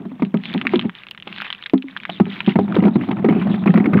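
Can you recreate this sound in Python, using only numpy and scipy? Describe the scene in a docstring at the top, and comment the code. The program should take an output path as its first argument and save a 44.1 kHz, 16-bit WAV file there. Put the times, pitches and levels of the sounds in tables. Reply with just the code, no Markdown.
"""Hollow plastic balls drop into a hard plastic pool, first one by one, then pouring out.
Each landing thumps, knocks and makes the pool's shell ring like a drum; the balls then roll and tap
each other. They are shaken from a plastic bag, whose thin film rustles, snaps at its creases and
swishes as it slides over itself. The pool stands on a lawn in the open air, close to a dull microphone."""
import sys
import numpy as np
from scipy import signal
from scipy.fft import rfft, irfft, next_fast_len
from scipy.io import wavfile
from scipy.ndimage import uniform_filter1d, minimum_filter1d, map_coordinates

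SR = 44100
rng = np.random.default_rng(int(sys.argv[2]) if len(sys.argv) > 2 else 0)


def unload_audio(sound):
    """Save the sound as a 16-bit wav file, at the path given as the first command line argument."""
    columns = np.transpose(np.atleast_2d(sound))
    # keep every value between -1 and 1, then stretch to whole-number steps
    steps = np.round(np.clip(columns, -1, 1) * 32767)
    wavfile.write(sys.argv[1], SR, steps.astype(np.int16))


N = 176400
T = np.arange(int(.3 * SR)) / SR  # seconds since the start of one short sound
CONTACT_S = .0013  # how quickly a ball's knock or tap builds up

# The tone of a ball's click. Each row: frequency in Hz, level in dB.
CLICK_TONE = [(500, -12), (1300, 8.5), (1650, 2), (2200, 10), (2800, -2.5), (4000, -25), (8000, -7)]
# The tone of the bag's thin film. Each row: frequency in Hz, level in dB.
FILM_TONE = [(100, -17.5), (500, -15), (1000, 1), (1450, 0.5), (3000, 0), (4000, -6), (8000, -13.5)]


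def amp(db):
    """Turn decibels into a number to multiply by."""
    return 10 ** (np.asarray(db) / 20)


def unit(x):
    """Scale a sound to an average strength (rms) of 1."""
    return x / np.sqrt(np.mean(x ** 2) + 1e-20)


def fade(seconds):
    """A smooth fade that falls by 60 dB in the given time."""
    return amp(-60 * T / seconds)


def add(track, start, sound):
    """Mix a sound into a track, start seconds in."""
    i = max(round(start * SR), 0)
    track[i:i + len(sound)] += sound[:max(N - i, 0)]


def curve(rows):
    """Join (seconds, value) points with straight lines, one value per sample."""
    return np.interp(np.arange(N) / SR, *np.transpose(rows))


def wobble(rate):
    """A smooth curve through rate random values a second."""
    return map_coordinates(rng.standard_normal(int(N * rate / SR) + 4), [np.arange(N) * rate / SR])


def coloured(x, tone):
    """Filter a sound so that its lows and highs follow a table of (Hz, dB) points."""
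    size = 2 * next_fast_len(len(x) // 2 + 4096)
    hz, db = np.transpose(tone)
    gain = amp(np.interp(np.log(np.fft.rfftfreq(size, 1 / SR) + 1), np.log(hz), db))
    # These three lines make the filter ring only after a sound, never before it.
    cepstrum = irfft(np.log(gain))
    cepstrum[1:size // 2] *= 2
    cepstrum[size // 2 + 1:] = 0
    return irfft(rfft(x, size) * np.exp(rfft(cepstrum)))[:len(x)]


def bursts(tone, count):
    """Short pieces of noise with the given tone, one for each event."""
    noise = unit(coloured(rng.standard_normal(N), tone))
    return [noise[i:i + len(T)] for i in rng.integers(0, N - len(T), count)]


def contacts(rate, spread_db):
    """Tiny random kicks of uneven size, about rate a second."""
    happens = rng.random(N) < rate / SR
    size = amp(spread_db * np.clip(rng.standard_normal(N), -2, 2))
    return unit(happens * size * rng.choice([-1, 1], N))


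def air():
    """Faint, steady background noise, mostly low in pitch."""
    # The tone of the background. Each row: frequency in Hz, level in dB.
    air_tone = [(25, 0.5), (150, 12.5), (500, 5.5), (2500, -13), (4000, -28.5), (5500, -22.5), (8000, -26),
                (13000, -26.5), (16000, -27)]
    return amp(-56.5) * unit(coloured(rng.standard_normal(N), air_tone))


def sliding_hiss():
    """Plastic sliding on plastic adds a thin, airy hiss while the balls pour out."""
    # How loud the hiss is. Each row: time in seconds, level in dB.
    levels = [(2.3, -64), (2.42, -46.5), (2.85, -45.5), (2.92, -58), (3.0, -44), (3.22, -51), (3.28, -37),
              (3.6, -45), (4.0, -37)]
    above_hz = 6540
    treble = signal.butter(4, above_hz, "high", fs=SR, output="sos")
    noise = signal.sosfilt(treble, rng.standard_normal(N))
    return amp(curve(levels) + 2 * wobble(rate=32)) * unit(noise)


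def bag_rustle():
    """Many tiny crinkles, each with its own pitch, in the soft hiss of balls sliding in the bag."""
    # How loud the rustle is. Each row: time in seconds, level in dB.
    levels = [(0.0, -61), (0.3, -58), (0.52, -42), (0.64, -51), (0.86, -47), (1.0, -59), (1.11, -67.5),
              (1.3, -46.5), (1.41, -39.5), (1.49, -42), (1.65, -51), (1.79, -64), (1.9, -52), (2.06, -53),
              (2.13, -48), (2.39, -47.5), (2.53, -45), (2.62, -52.5), (2.95, -51), (3.04, -50), (3.21, -66),
              (3.41, -48.5), (3.75, -49), (3.85, -61.5), (4.0, -46)]
    per_second, low_hz, high_hz, crinkle_s = 330, 1600, 4000, .012
    grains = contacts(rate=1200, spread_db=4) + rng.standard_normal(N)
    crinkles = np.zeros(N)
    t = T[T < crinkle_s]
    decay = fade(crinkle_s)[:len(t)]
    for when, pitch, size in rng.random((int(per_second * N / SR), 3)):
        hz = low_hz * (high_hz / low_hz) ** pitch
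        add(crinkles, when * N / SR, size ** 2 * decay * np.sin(2 * np.pi * hz * t))
    texture = unit(coloured(grains, FILM_TONE)) + unit(crinkles)
    return amp(curve(levels) + 3 + 4.7 * wobble(rate=20)) * unit(texture)


def bag_swishes():
    """Tight film sticks and slips, ringing at a wandering pitch that sinks as the film slows."""
    # Film sliding over itself. Each row: start and length in seconds, level in dB,
    # first and last pitch in Hz.
    slides = [(0.423, 0.09, -41, 4000, 2990), (1.336, 0.098, -43.5, 4265, 3870),
              (2.101, 0.086, -39, 3750, 3346), (2.929, 0.044, -44, 3950, 3810),
              (3.267, 0.22, -44, 2826, 2213), (3.49, 0.083, -39.5, 3755, 3250),
              (3.569, 0.081, -50, 3650, 3330)]
    width_hz, wander_hz = 170, 140
    smoothing = signal.butter(1, width_hz, fs=SR)
    out = np.zeros(N)
    for start, length, db, first_hz, last_hz in slides:
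        n = int(length * SR)
        hz = np.linspace(first_hz, last_hz, n) + wander_hz * wobble(rate=55)[:n]
        slips = contacts(rate=2200, spread_db=3)[:n]
        ring = signal.lfilter(*smoothing, slips) * np.sin(2 * np.pi * np.cumsum(hz) / SR)
        grit = amp(-14) * unit(coloured(slips, FILM_TONE))
        add(out, start, amp(db) * signal.windows.tukey(n, .5) * (unit(ring) + grit))
    return out


def bag_snaps():
    """A crease gives way with a short note and a crack, and the film flutters after it."""
    # Creases snapping. Each row: start in seconds, level in dB, pitch in Hz,
    # vibrations until the note is loudest (at least half of one is used).
    creases = [(0.25, -20.5, 2070, 0.39), (0.372, -24.5, 2800, 1.25), (0.4367, -18, 3320, 0.64),
               (0.4553, -11, 2760, 0.82), (0.4995, -22, 2170, 0.41), (0.5293, -18, 2500, 0.44),
               (0.539, -10.5, 3460, 1.17), (0.5782, -18.5, 2800, 1.2), (0.614, -7, 1680, 0.39),
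               (0.6687, -1.5, 2140, 1.25), (0.6929, -19, 2160, 1.5), (0.758, -11, 3140, 1.25),
               (0.7938, -6.5, 2990, 0.9), (0.8127, -16.5, 3030, 0.64), (0.824, -17.5, 2400, 0.58),
               (0.8951, -16, 1286, 0.37), (0.9516, -22, 3030, 1.3), (1.035, -23, 2620, 0.86),
               (1.068, -22.5, 2620, 1.5), (1.086, -21, 3300, 1.4), (1.111, -17, 2870, 2.5),
               (1.1479, -25, 1850, 0.6), (1.1763, -18.5, 2800, 0.47), (1.1998, -26.5, 3160, 1.9),
               (1.224, -21, 2930, 1.35), (1.2287, -34, 2890, 1.4), (1.275, -15, 3100, 1.16),
               (1.3264, -17, 2530, 1.3), (1.362, -20.5, 2900, 1.1), (1.377, -16.5, 1980, 0.71),
               (1.383, -11, 2790, 0.47), (1.402, -14.5, 1600, 1.24), (1.412, -11, 2870, 0.88),
               (1.4196, -11.5, 1520, 0.29), (1.447, -13, 1850, 0.48), (1.4669, -17, 1340, 0.39),
               (1.5031, -9, 3080, 2), (1.527, -9, 2960, 1.66), (1.5482, -22.5, 2720, 1.5),
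               (1.625, -20, 3100, 2), (1.6373, -20, 3490, 2.4), (1.6598, -15, 1910, 1),
               (1.663, -11, 3330, 0.78), (1.6973, -17, 3540, 0.41), (1.7788, -24, 3500, 1.7),
               (1.8233, -19, 2770, 1), (1.8839, -25, 2190, 1.8), (1.9649, -12.5, 1550, 1.18),
               (1.972, -13, 3120, 1.3), (2.0009, -24, 2400, 1.2), (2.034, -17.5, 1940, 0.76),
               (2.0523, -10.5, 2050, 0.83), (2.0985, -13.5, 3100, 1.75), (2.255, -25.5, 2710, 1.4),
               (2.3221, -26.5, 2860, 1), (2.389, -27, 2040, 0.5), (2.4046, -8.5, 2460, 1.1),
               (2.4635, -15, 3340, 1.3), (2.723, -14.5, 1284, 1.6), (2.7541, -16.5, 3630, 1.3),
               (3.1144, -13.5, 2420, 0.37), (3.639, -21, 1240, 0.37)]
    crack = amp(-1) * fade(.0048)
    flutter = amp(-15.5) * fade(.038)
    noise_shape = (1 - np.exp(-T / .0004)) * (crack + flutter)
    out = np.zeros(N)
    for (start, db, hz, cycles), film in zip(creases, bursts(FILM_TONE, len(creases))):
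        progress = T * hz / max(cycles, .5)  # 1 at the note's peak
        note = amp(-.5) * (progress * np.exp(1 - progress)) ** 2 * np.sin(2 * np.pi * hz * T)
        near_pitch = signal.butter(1, [hz / 2, hz * 2], "band", fs=SR)
        snap = amp(db) * signal.lfilter(*near_pitch, note + noise_shape * film)
        add(out, start, snap)
        add(out, start + .005, amp(-14) * snap)  # the sound bounces off the pool's floor
    return out


def bright_ticks():
    """A very short, bright tick tops a few of the sharpest snaps and landings."""
    # Bright ticks. Each row: start in seconds, level in dB.
    ticks = [(.343, -25), (0.538, -17.5), (1.11, -11), (1.418, -14), (1.735, -13.5)]
    above_hz = 4270
    treble = signal.butter(4, above_hz, "high", fs=SR, output="sos")
    out = np.zeros(N)
    for start, db in ticks:
        burst = fade(.011) * rng.standard_normal(len(T))
        add(out, start, amp(db) * signal.sosfilt(treble, burst))
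    return out


def ball_rolling():
    """Loose balls roll and jostle: an uneven scrape that drums on the pool's shell."""
    # How loud the rolling is. Each row: time in seconds, level in dB.
    levels = [(0.0, -29), (0.09, -36), (0.34, -37), (0.72, -24.5), (0.89, -27.5), (0.95, -65), (1.16, -52),
              (1.32, -38), (1.75, -69), (1.9, -50), (2.27, -29), (2.45, -35), (2.54, -44), (2.66, -20),
              (2.91, -25.5), (3.35, -15.5), (3.5, -19), (3.73, -20.5), (3.88, -18), (4.0, -15.5)]
    # The tone of the shell under rolling balls. Each row: frequency in Hz, level in dB.
    roll_tone = [(25, -40), (60, -32), (100, -10), (130, -6.5), (160, -3), (195, 9.5), (270, -6.5),
                 (360, -8), (450, -23.5), (700, -20), (1150, -27.5), (2200, -38.5), (3200, -46),
                 (6000, -65)]
    scrape = rng.standard_normal(N) * amp(3.25 * wobble(rate=70))
    return amp(curve(levels) + 1.5) * unit(coloured(scrape, roll_tone))


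def ball_taps():
    """Ball meets ball: two quick hollow tones and a click, without the pool's thump."""
    # Balls bumping each other. Each row: start in seconds, level in dB, lower pitch in Hz.
    taps = [(2.404, -13, 970), (2.52, -21, 2110), (2.679, -19, 900), (2.765, -11, 834),
            (2.803, -19.5, 2000), (3.035, -17.5, 835), (3.128, -15.5, 825), (3.168, -16, 910),
            (3.186, -28, 1820), (3.225, -28, 925), (3.297, -15.5, 2170), (3.365, -21, 737),
            (3.424, -16, 1000), (3.578, -19.5, 850), (3.704, -15.5, 1840), (3.757, -12.5, 1384),
            (3.943, -11, 1494), (3.978, -13, 1590), (3.988, -8.5, 1220)]
    shape = (1 - np.exp(-T / CONTACT_S)) * fade(.018)
    out = np.zeros(N)
    for (start, db, hz), click in zip(taps, bursts(CLICK_TONE, len(taps))):
        phase = 2 * np.pi * hz * T
        ring = np.sin(phase) + amp(-6.5) * np.sin(1.42 * phase)
        add(out, start, amp(db) * shape * (ring + amp(-8) * click))
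    return out


def ball_drops():
    """Each ball thumps, knocks hollowly and clicks, and rings the pool differently at each spot."""
    # Balls landing. Each row: start in seconds, level of thump and shell together in dB,
    # settled thump pitch in Hz, knock level in dB, hollow pitch in Hz, click level in dB,
    # thump fade time in seconds, extra shell level in dB.
    landings = [(0.011, -16, 216, -61, 673, -85, 0.037, -12),
                (0.052, -26.5, 227.8, -33, 676, -68, 0.24, 8.5),
                (0.116, -25, 247, -37, 530, -60, 0.11, -11.5),
                (0.196, -25.5, 202, -34, 740, -37.5, 0.068, 4),
                (0.221, 1, 227.4, -20, 638, -22, 0.055, -7.5),
                (0.341, -2, 206.6, -21.5, 543, -28, 0.097, -1),
                (0.546, -10.5, 228.5, -22.5, 533, -29, 0.08, 3),
                (0.557, -10.5, 223, -44, 745, -33, 0.11, -4.5),
                (0.651, -15.5, 241, -29, 1110, -24.5, 0.092, -10),
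                (0.735, -12, 362.6, -19, 990, -25, 0.076, 7.5),
                (0.755, -7, 230.4, -30, 707, -35, 0.12, -13.5),
                (0.85, -5.5, 205, -37, 681, -34, 0.074, -9.5),
                (1.271, -27.5, 202, -28.5, 810, -36, 0.09, -21.5),
                (1.7348, 5.5, 262.5, -18.5, 679, -31.5, 0.038, -9.5),
                (1.75, -6.5, 260.5, -49.5, 630, -58, 0.13, -28),
                (1.84, -23.5, 266, -49, 557, -61, 0.2, -17), (2.093, -20.5, 184, -21, 688, -24, 0.051, -6),
                (2.199, 0.5, 300, -15.5, 683, -20.5, 0.032, -13.5),
                (2.206, 6.5, 196, -37, 627, -47, 0.055, -12),
                (2.264, -21.5, 185, -34.5, 869, -34, 0.14, -2),
                (2.475, -1, 197.5, -22, 554, -25, 0.13, -1.5),
                (2.556, -1, 200.5, -17.5, 912, -19.5, 0.097, 1.5),
                (2.588, 3.5, 210, -16, 522, -41, 0.041, -5.5),
                (2.744, -14.5, 213, -19.5, 649, -23.5, 0.038, 0.5),
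                (2.764, -4.5, 312, -14, 543, -35, 0.067, -2),
                (2.785, 3.5, 187.7, -22.5, 536, -28.5, 0.053, -5),
                (2.824, 0, 191, -20, 517, -27.5, 0.052, -5), (2.837, -4, 236, -22, 686, -21, 0.054, -0.5),
                (2.851, -8, 224, -16.5, 585, -22, 0.12, 6.5),
                (2.868, -7.5, 362, -21.5, 522, -29, 0.057, -4), (2.88, -2, 228, -21, 890, -36.5, 0.089, -3),
                (2.956, 1.5, 201.4, -19, 695, -28.5, 0.082, -3), (3.01, -19.5, 253, -32, 727, -23, 0.22, 2),
                (3.087, -11, 251.4, -22.5, 797, -33.5, 0.08, -1.5),
                (3.109, -10, 207.4, -20.5, 910, -40, 0.15, 0), (3.193, -15.5, 196, -29, 864, -40, 0.19, -1),
                (3.244, 4, 353, -17, 520, -20.5, 0.025, -5), (3.259, 1.5, 195, -31, 568, -29, 0.059, -5.5),
                (3.286, 5, 241, -16, 529, -18.5, 0.026, -5.5),
                (3.305, -7, 188, -26.5, 724, -26.5, 0.086, -1),
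                (3.324, -1.5, 196, -25.5, 957, -25.5, 0.07, -16.5),
                (3.36, 0, 193, -34, 640, -42, 0.027, -9.5), (3.413, -13.5, 192, -37, 880, -23, 0.29, -11.5),
                (3.469, -13, 196, -21, 620, -47.5, 0.074, 0.5),
                (3.54, -20, 217, -26, 550, -22.5, 0.088, -3.5),
                (3.659, -11, 224.7, -16.5, 807, -25.5, 0.11, 7.5),
                (3.673, -7, 280, -22.5, 1146, -12, 0.028, 5.5), (3.691, -3.5, 189, -31, 522, -32.5, 0.1, 2),
                (3.739, -12.5, 226, -15, 528, -21, 0.14, -10),
                (3.75, -1, 186, -52.5, 533, -44, 0.11, -12.5),
                (3.761, -18, 228, -23.5, 563, -26, 0.063, -9.5),
                (3.774, -0.5, 201.5, -15.5, 500, -16, 0.089, -4.5),
                (3.799, -9.5, 243, -29.5, 797, -21.5, 0.1, 2.5),
                (3.841, -11.5, 283, -38, 960, -23.5, 0.048, -7.5),
                (3.857, 0.5, 207, -19.5, 716, -17, 0.089, -5), (3.87, -3, 288, -52, 533, -50.5, 0.076, -11),
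                (3.933, -10, 154, -16.5, 1188, -15.5, 0.24, -6),
                (3.951, 2, 200.5, -38, 522, -45, 0.048, -7), (3.97, -14.5, 286, -24, 982, -18, 0.06, 3.5)]
    # The notes the pool's shell rings at. Each row: pitch in Hz, level in dB, fade time in seconds.
    shell_notes = [(95, -18, 0.23), (138, -14.5, 0.18), (170.4, -10.5, 0.19), (195.6, -1, 0.14),
                   (247.4, -10.5, 0.22), (296.5, -21.5, 0.23), (355, -11, 0.1), (401.5, -12, 0.11),
                   (503, -25, .09), (649, -25, 0.073), (750, -26, 0.11), (803.5, -32, 0.12),
                   (956, -35.5, 0.16), (1270, -32.5, 0.12)]
    # The tone of a ball's knock. Each row: frequency in Hz, level in dB.
    knock_tone = [(30, -23.5), (120, -25), (300, 2.5), (550, -5.5), (720, 4), (1200, -4.5), (1600, -13),
                  (3000, -24.5)]
    shell_hz = np.array(shell_notes)[:, 0]
    shell_rings = np.array([(-1) ** k * amp(db) * fade(seconds) * np.sin(2 * np.pi * hz * T)
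                            for k, (hz, db, seconds) in enumerate(shell_notes, 1)])
    slow_rise = 1 - np.exp(-T / .0045)
    quick_rise = 1 - np.exp(-T / CONTACT_S)
    # A dented ball starts 44% higher in pitch, then relaxes.
    pitch_lift, relax_s = .44, .0044
    dented_time = T + pitch_lift * relax_s * (1 - np.exp(-T / relax_s))
    knocks = bursts(knock_tone, len(landings))
    clicks = bursts(CLICK_TONE, len(landings))
    out = np.zeros(N)
    for landing, knock_noise, click_noise in zip(landings, knocks, clicks):
        start, db, hz, knock_db, hollow_hz, click_db, thump_s, shell_db = landing
        thump = amp(5) * fade(thump_s) * np.sin(2 * np.pi * hz * dented_time)
        # A stiff, high-pitched spot hardly stirs the shell's lower notes: 20 dB less per octave.
        stiff_db = 20 * np.maximum(np.log2(.85 * hz / shell_hz), 0)
        spot_db = rng.normal(0, 5.8, len(shell_notes))
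        shell = amp(shell_db - stiff_db + spot_db) @ shell_rings
        hollow = amp(1.5) * fade(.051) * np.sin(2 * np.pi * hollow_hz * T)
        knock = amp(knock_db) * (hollow + amp(4.5) * knock_noise * fade(.04))
        click = amp(click_db + 1) * click_noise * fade(.041)
        add(out, start, quick_rise * (knock + click) - amp(db) * slow_rise * (thump + shell))
    return out


def scene():
    """Balls and bag, close by in the open air, mixed into one channel."""
    balls = ball_drops() + ball_taps() + ball_rolling()
    bag = bag_snaps() + bag_rustle() + bag_swishes()
    return (balls + bag + sliding_hiss() + bright_ticks())[None]


def record(dry):
    """A dull microphone with faint background noise; a fast limiter turns the loudest peaks down."""
    # How well the microphone hears lows and highs. Each row: frequency in Hz, level in dB.
    mic_tone = [(20, -14), (50, -6), (100, -3), (3000, -0.5), (3600, -1), (4100, -6), (4900, -17),
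                (6000, -28), (8000, -37), (12000, -30), (16000, -27.5)]
    ceiling, limiter_s, fade_out_s, top_hz = .92, .004, .004, 15700
    x = coloured(dry[0], mic_tone) + air()
    window = int(limiter_s * SR)
    safe_gain = ceiling / np.maximum(np.abs(x), ceiling)
    x = x * uniform_filter1d(minimum_filter1d(safe_gain, window), window)
    x = x * np.minimum(np.arange(N)[::-1] / (fade_out_s * SR), 1)
    treble_cut = signal.ellip(10, .1, 80, top_hz, fs=SR, output="sos")
    return signal.sosfilt(treble_cut, x)[None]


dry = scene()
out = record(dry)
unload_audio(out)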